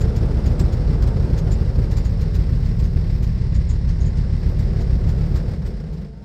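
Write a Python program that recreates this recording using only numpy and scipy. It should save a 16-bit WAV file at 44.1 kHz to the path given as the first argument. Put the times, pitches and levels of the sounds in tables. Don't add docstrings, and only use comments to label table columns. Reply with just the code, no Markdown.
import sys
import numpy as np
from scipy import signal
from scipy.fft import rfft, irfft, next_fast_len
from scipy.io import wavfile
from scipy.ndimage import uniform_filter1d

SR = 44100
rng = np.random.default_rng(int(sys.argv[2]) if len(sys.argv) > 2 else 0)


def voltage_ratio(decibels):
    exponent = np.asarray(decibels, float) / 20
    return 10 ** exponent


def unload_wav(signal):
    wavfile.write(
        sys.argv[1],
        SR,
        np.round(np.clip(np.atleast_2d(signal).T, -1, 1) * 32767).astype(np.int16),
    )


N = 275426
TIME = np.arange(N) / SR

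# start_s, firings_per_s
IDLE_SPEED = [(0, 37.08), (.98, 37.64), (1.6, 34.7), (2.3, 37.66), (2.65, 36.08), (2.9, 37.05),
              (3.45, 34.1), (4.15, 35.56), (4.6, 37.2), (4.95, 35.35), (5.55, 36.68), (6.25, 21)]
FIRING_BANK = np.array([1, -1, -1, 1, -1, 1, 1, -1])
# start_s, near_bank_lead_firings, near_bank_louder_db, body_shade_db
CAMERA_PATH = [
    (0, .14, 2.5, -0.5),
    (1.05, .14, 2, 0),
    (1.7, .14, 4, -2.5),
    (2.3, .095, 1.3, -6),
    (2.7, .06, .8, -7.5),
    (3.8, .035, .9, -10.5),
    (4.3, .035, 1, -6.5),
    (5.3, .03, 1, -4.5),
    (6.25, .06, 2, -4),
]
# start_s, level_db
EFFORT_LEFT = [
    (5.39, 0),
    (5.47, -2.5),
    (5.6, -7),
    (5.72, -3.5),
    (5.82, -11),
    (5.97, -8),
    (6.06, -12.5),
    (6.12, -17.5),
    (6.25, -17.5),
]
# pitch_hz, t60_s, level_db
DEEP_MODES = [(71, .07, 0), (52, .08, -9), (100, .08, -9)]
BARK_MODES = [(123.1, 0.07, -3), (156.1, 0.085, -3), (217.4, 0.082, -10.5)]
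# pitch_hz, density_db_per_hz
RUMBLE_COLOUR = [(22, -27.5), (30, -14.5), (40, -1), (60, -6.5), (76, -4), (90, -6), (125, -2), (160, -7),
                 (180, -23), (225, -14.5), (260, -31.5), (300, -25)]
# pitch_hz, width_hz, level_re_thump_db
COAST_MODES = [(55.1, 19.6, 3), (89.9, 11, -8), (152.8, 24.5, -4.5), (194.8, 21, -10.5)]
# pitch_hz, density_db_per_hz
GROWL_COLOUR = [(130, -20), (220, 0), (264, -5.5), (339, -5.5), (393, -3), (431, -10), (484, -9),
                (777, -17), (880, -15.5), (1280, -24.5), (1600, -29.5), (2080, -50.5), (3520, -120)]
# pitch_hz, width_hz, level_re_growl_db, coasting_gain_db
HUM_PANELS = [(381.6, 39, -12.5, -6.5), (432.6, 6.4, -14, 6), (455, 63, -15, -5), (677, 3.3, -25, 15.5),
              (917, 2.6, -31.5, 16)]
# pitch_hz, density_db_per_hz
HISS_COLOUR = [(650, -24), (1100, 3), (1330, -13), (1630, 0.5), (2060, 3), (2270, -2.5), (3240, -7),
               (4450, -2.5), (5340, -1), (6170, -15), (8560, -16), (9070, -19.5), (9800, -55), (11000, -49),
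               (14300, -73), (22000, -120)]
FIZZ_COLOUR = [(6180, -38), (10500, -30), (11300, -22.5), (12100, 3), (12600, -3), (14500, -6), (15200, -3)]
# start_s, peak_db, whistle_hz, broad_hiss_re_peak_db
LATE_BURNS = [(0.0044, -36, 7100, -1), (0.165, -43, 7060, 4), (0.4642, -41.5, 6800, 3.5),
              (0.599, -33, 7670, 0), (0.7295, -44.5, 6900, 3.5), (1.026, -45.5, 7280, 8.5),
              (1.074, -47.5, 8100, 6), (1.382, -38.5, 6500, 0), (1.52, -32.5, 7150, -7.5),
              (1.914, -46.5, 6900, 6), (1.9717, -38, 7160, 0), (2.052, -40.5, 6800, -1),
              (2.212, -50.5, 6700, 9), (2.347, -48, 7040, 8.5), (2.654, -52, 7030, 5),
              (2.7926, -49.5, 7500, 5.5), (2.8424, -48, 6400, 3), (3.2276, -48.5, 6940, 7.5),
              (3.5466, -44, 6910, 1.5), (3.6938, -36, 6920, -7.5), (3.8885, -50, 6200, 6.5),
              (4.008, -41, 6660, -6), (4.0597, -42.5, 6900, -11), (4.1703, -53, 6850, 8.5),
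              (4.591, -51.5, 7700, 8.5), (4.81, -48, 6780, 2.5), (5.0887, -48, 7040, 5),
              (5.359, -46, 7500, 6.5), (5.664, -52, 7960, 6.5), (5.93, -60, 6900, 8)]
# pitch_hz, density_db_per_hz
SPIT_COLOUR = [(700, 6), (1500, 4), (3000, -2.5), (5000, 2.5), (8000, -10.5), (9500, -14), (10500, -21.5)]


def unit(x):
    return x / np.sqrt(np.mean(x ** 2))


def noise():
    return rng.standard_normal(N)


def walk(rate):
    hold = int(SR / rate)
    steps = np.repeat(rng.standard_normal(N // hold + 2), hold)
    return unit(uniform_filter1d(uniform_filter1d(steps, hold), hold)[:N])


def curves(table):
    start_s, *columns = np.transpose(table)
    return [np.interp(TIME, start_s, column) for column in columns]


def colour(x, points, slope_db=-30):
    hz, db = np.transpose(points)
    size = next_fast_len(2 * len(x), True)
    octave = np.log2(np.maximum(np.arange(size // 2 + 1) * SR / size, 1))
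    outside = np.maximum(np.log2(hz[0]) - octave, 0) + np.maximum(octave - np.log2(hz[-1]), 0)
    curve_db = np.interp(octave, np.log2(hz), db) + slope_db * outside
    cepstrum = irfft(curve_db * np.log(10) / 20, size)
    cepstrum[1:size // 2] *= 2
    cepstrum[size // 2 + 1:] = 0
    return irfft(rfft(x, size) * np.exp(rfft(cepstrum)), size)[:len(x)]


def ring(x, hz, width):
    return signal.lfilter(*signal.iirpeak(hz, hz / width, fs=SR), x)


def clicks(turns, when, size):
    at = np.interp(when, turns, np.arange(N)).astype(int)
    return np.bincount(at, size * (at > 0) * (at < N - 1), N)


def puff(pulses, rise_s, fall_s):
    t = np.arange(SR // 4) / SR
    return signal.fftconvolve(pulses, np.exp(-t / fall_s) - np.exp(-t / rise_s))[:N]


def swing(pulses, modes):
    t = np.arange(SR // 4) / SR
    kernel = sum(-voltage_ratio(db) * np.sin(2 * np.pi * hz * t) * np.exp(-np.log(1000) * t / t60) for hz, t60, db in modes)
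    onset = 1 - np.exp(-t / .006)
    return unit(signal.fftconvolve(pulses, kernel * onset)[:N])


def firings(turns, lead, near_db):
    n, chance = np.arange(-4, 226), rng.standard_normal((230, 2))
    blades_per_firing = 3 / 16
    blade = np.cos(2 * np.pi * (blades_per_firing * n - .72))
    bank = FIRING_BANK[n % 8]
    when = n + .48 - bank * np.interp(n, turns, lead) + .07 * blade + .03 * chance[:, 0]
    db = bank * np.interp(n, turns, near_db) + 6 * blade + 1.1 * chance[:, 1]
    return clicks(turns, when, voltage_ratio(db))


def band(x, low_hz, high_hz):
    return signal.sosfiltfilt(signal.butter(3, [low_hz, high_hz], "band", fs=SR, output="sos"), x)


def exhaust(turns, pulses, burn, thump_db, bark_db):
    n, chance = np.arange(-4, 226), rng.standard_normal((230, 3))
    stray_size = voltage_ratio(1.73 * chance[:, 1]) * np.sign(chance[:, 2])
    stray = unit(clicks(turns, n + 0.3115 * chance[:, 0], stray_size))
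    beat = voltage_ratio(-6.5) * np.cos(2 * np.pi * turns)
    deep = swing(unit(pulses) + voltage_ratio(-18) * stray, DEEP_MODES) + beat
    bark = -swing(unit(pulses) + voltage_ratio(-1) * stray, BARK_MODES)
    rumble = unit(colour(noise(), RUMBLE_COLOUR))
    fired = deep + voltage_ratio(-7) * bark + voltage_ratio(-16) * rumble
    pumped = sum(voltage_ratio(db) * unit(ring(ring(noise(), hz, width), hz, 2 * width)) for hz, width, db in COAST_MODES)
    whole = burn * unit(fired) + np.sqrt(1 - burn ** 2) * unit(pumped)
    low, high = band(whole, 29, 110), band(whole, 110, 250)
    return voltage_ratio(thump_db) * unit(low) + voltage_ratio(bark_db - 1.4 * (1 - burn)) * unit(high)


def block(gate, coasting):
    shake = noise() * (1 + .3 * gate) * voltage_ratio(.8 * walk(25))
    hum = 0
    for hz, width, db, gain_db in HUM_PANELS:
        level_db = db + gain_db * coasting + 1.7 * walk(3.3)
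        hum = hum + voltage_ratio(level_db) * unit(ring(shake, hz, width))
    return unit(voltage_ratio(-3 * coasting) * unit(colour(shake, GROWL_COLOUR)) + hum)


def gas(gate, points, depth, flicker_db):
    return unit(colour(noise() * (1 + depth * gate) * voltage_ratio(flicker_db * walk(30)), points))


def spits(shade_db):
    out, t = np.zeros(N + SR), np.arange(SR // 5) / SR
    air = unit(colour(noise(), SPIT_COLOUR)) + voltage_ratio(-9) * unit(colour(noise(), FIZZ_COLOUR))
    jet = noise()
    for start_s, peak_db, whistle_hz, broad_db in LATE_BURNS:
        i = max(int((start_s - .012) * SR), 0)
        span = slice(i, i + len(t))
        t60 = max(.056 - .004 * shade_db[i], .02)
        shape = (1 - np.exp(-t / .016)) ** 3 * np.exp(-np.log(1000) * t / t60)
        shape = shape / shape.max()
        whistle = unit(ring(ring(jet[span], whistle_hz, 650.0), whistle_hz, 650.0))
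        hiss = voltage_ratio(broad_db + 7.3) * shape ** .6 * air[span]
        out[span] += voltage_ratio(peak_db - 10.0) * shape * (whistle + hiss)
    return out[:N]


def scene():
    lead, near_db, shade_db = curves(CAMERA_PATH)
    effort_db, = curves(EFFORT_LEFT)
    thump_db = -17 + .08 * shade_db + 1.36 * effort_db
    bark_db = -24 + .12 * shade_db + .72 * effort_db
    growl_db = -33.5 + shade_db + 0.57 * effort_db
    hiss_db = -48.4 + .08 * shade_db + .66 * effort_db

    burn_ends_s, burn_fade_s = 6.25, 0.81
    burn = 0.883 * np.clip((burn_ends_s - TIME) / burn_fade_s, 0, 1)
    turns = -2.99 + np.cumsum(curves(IDLE_SPEED)[0]) / SR
    pulses = firings(turns, lead, near_db)
    thump = exhaust(turns, pulses, burn, thump_db, bark_db)
    gate = np.clip(burn + .3, 0, 1) * unit(puff(pulses, rise_s=.004, fall_s=.008))
    hiss = gas(gate, HISS_COLOUR, depth=0.67, flicker_db=0.64)
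    fizz = gas(gate, FIZZ_COLOUR, depth=1.2, flicker_db=-2.0)
    hiss = hiss + voltage_ratio(-16.0 - .3 * shade_db) * fizz
    growl = block(gate, 1 - burn)
    engine = thump + voltage_ratio(growl_db + 2.5) * growl + voltage_ratio(hiss_db - 0.7) * hiss
    return (engine + spits(shade_db))[None]


def low_pass(x):
    return signal.sosfilt(signal.butter(12, 15360, fs=SR, output="sos"), x)


def record(dry):
    top = signal.sosfiltfilt(signal.butter(6, 11200, "high", fs=SR, output="sos"), dry)
    starve_start_s, starve_end_s, edge_s = 3.4, 4.34, .08
    inside_s = np.minimum(TIME - starve_start_s, starve_end_s - TIME)
    starved = np.clip(inside_s / edge_s + .5, 0, 1)
    dulled = dry + (voltage_ratio(-6.5 - 28 * starved) - 1) * top
    rounded = np.tanh(2.112 * dulled) / 1.955 - .0017
    return low_pass(rounded)


dry = scene()
out = record(dry)
unload_wav(out)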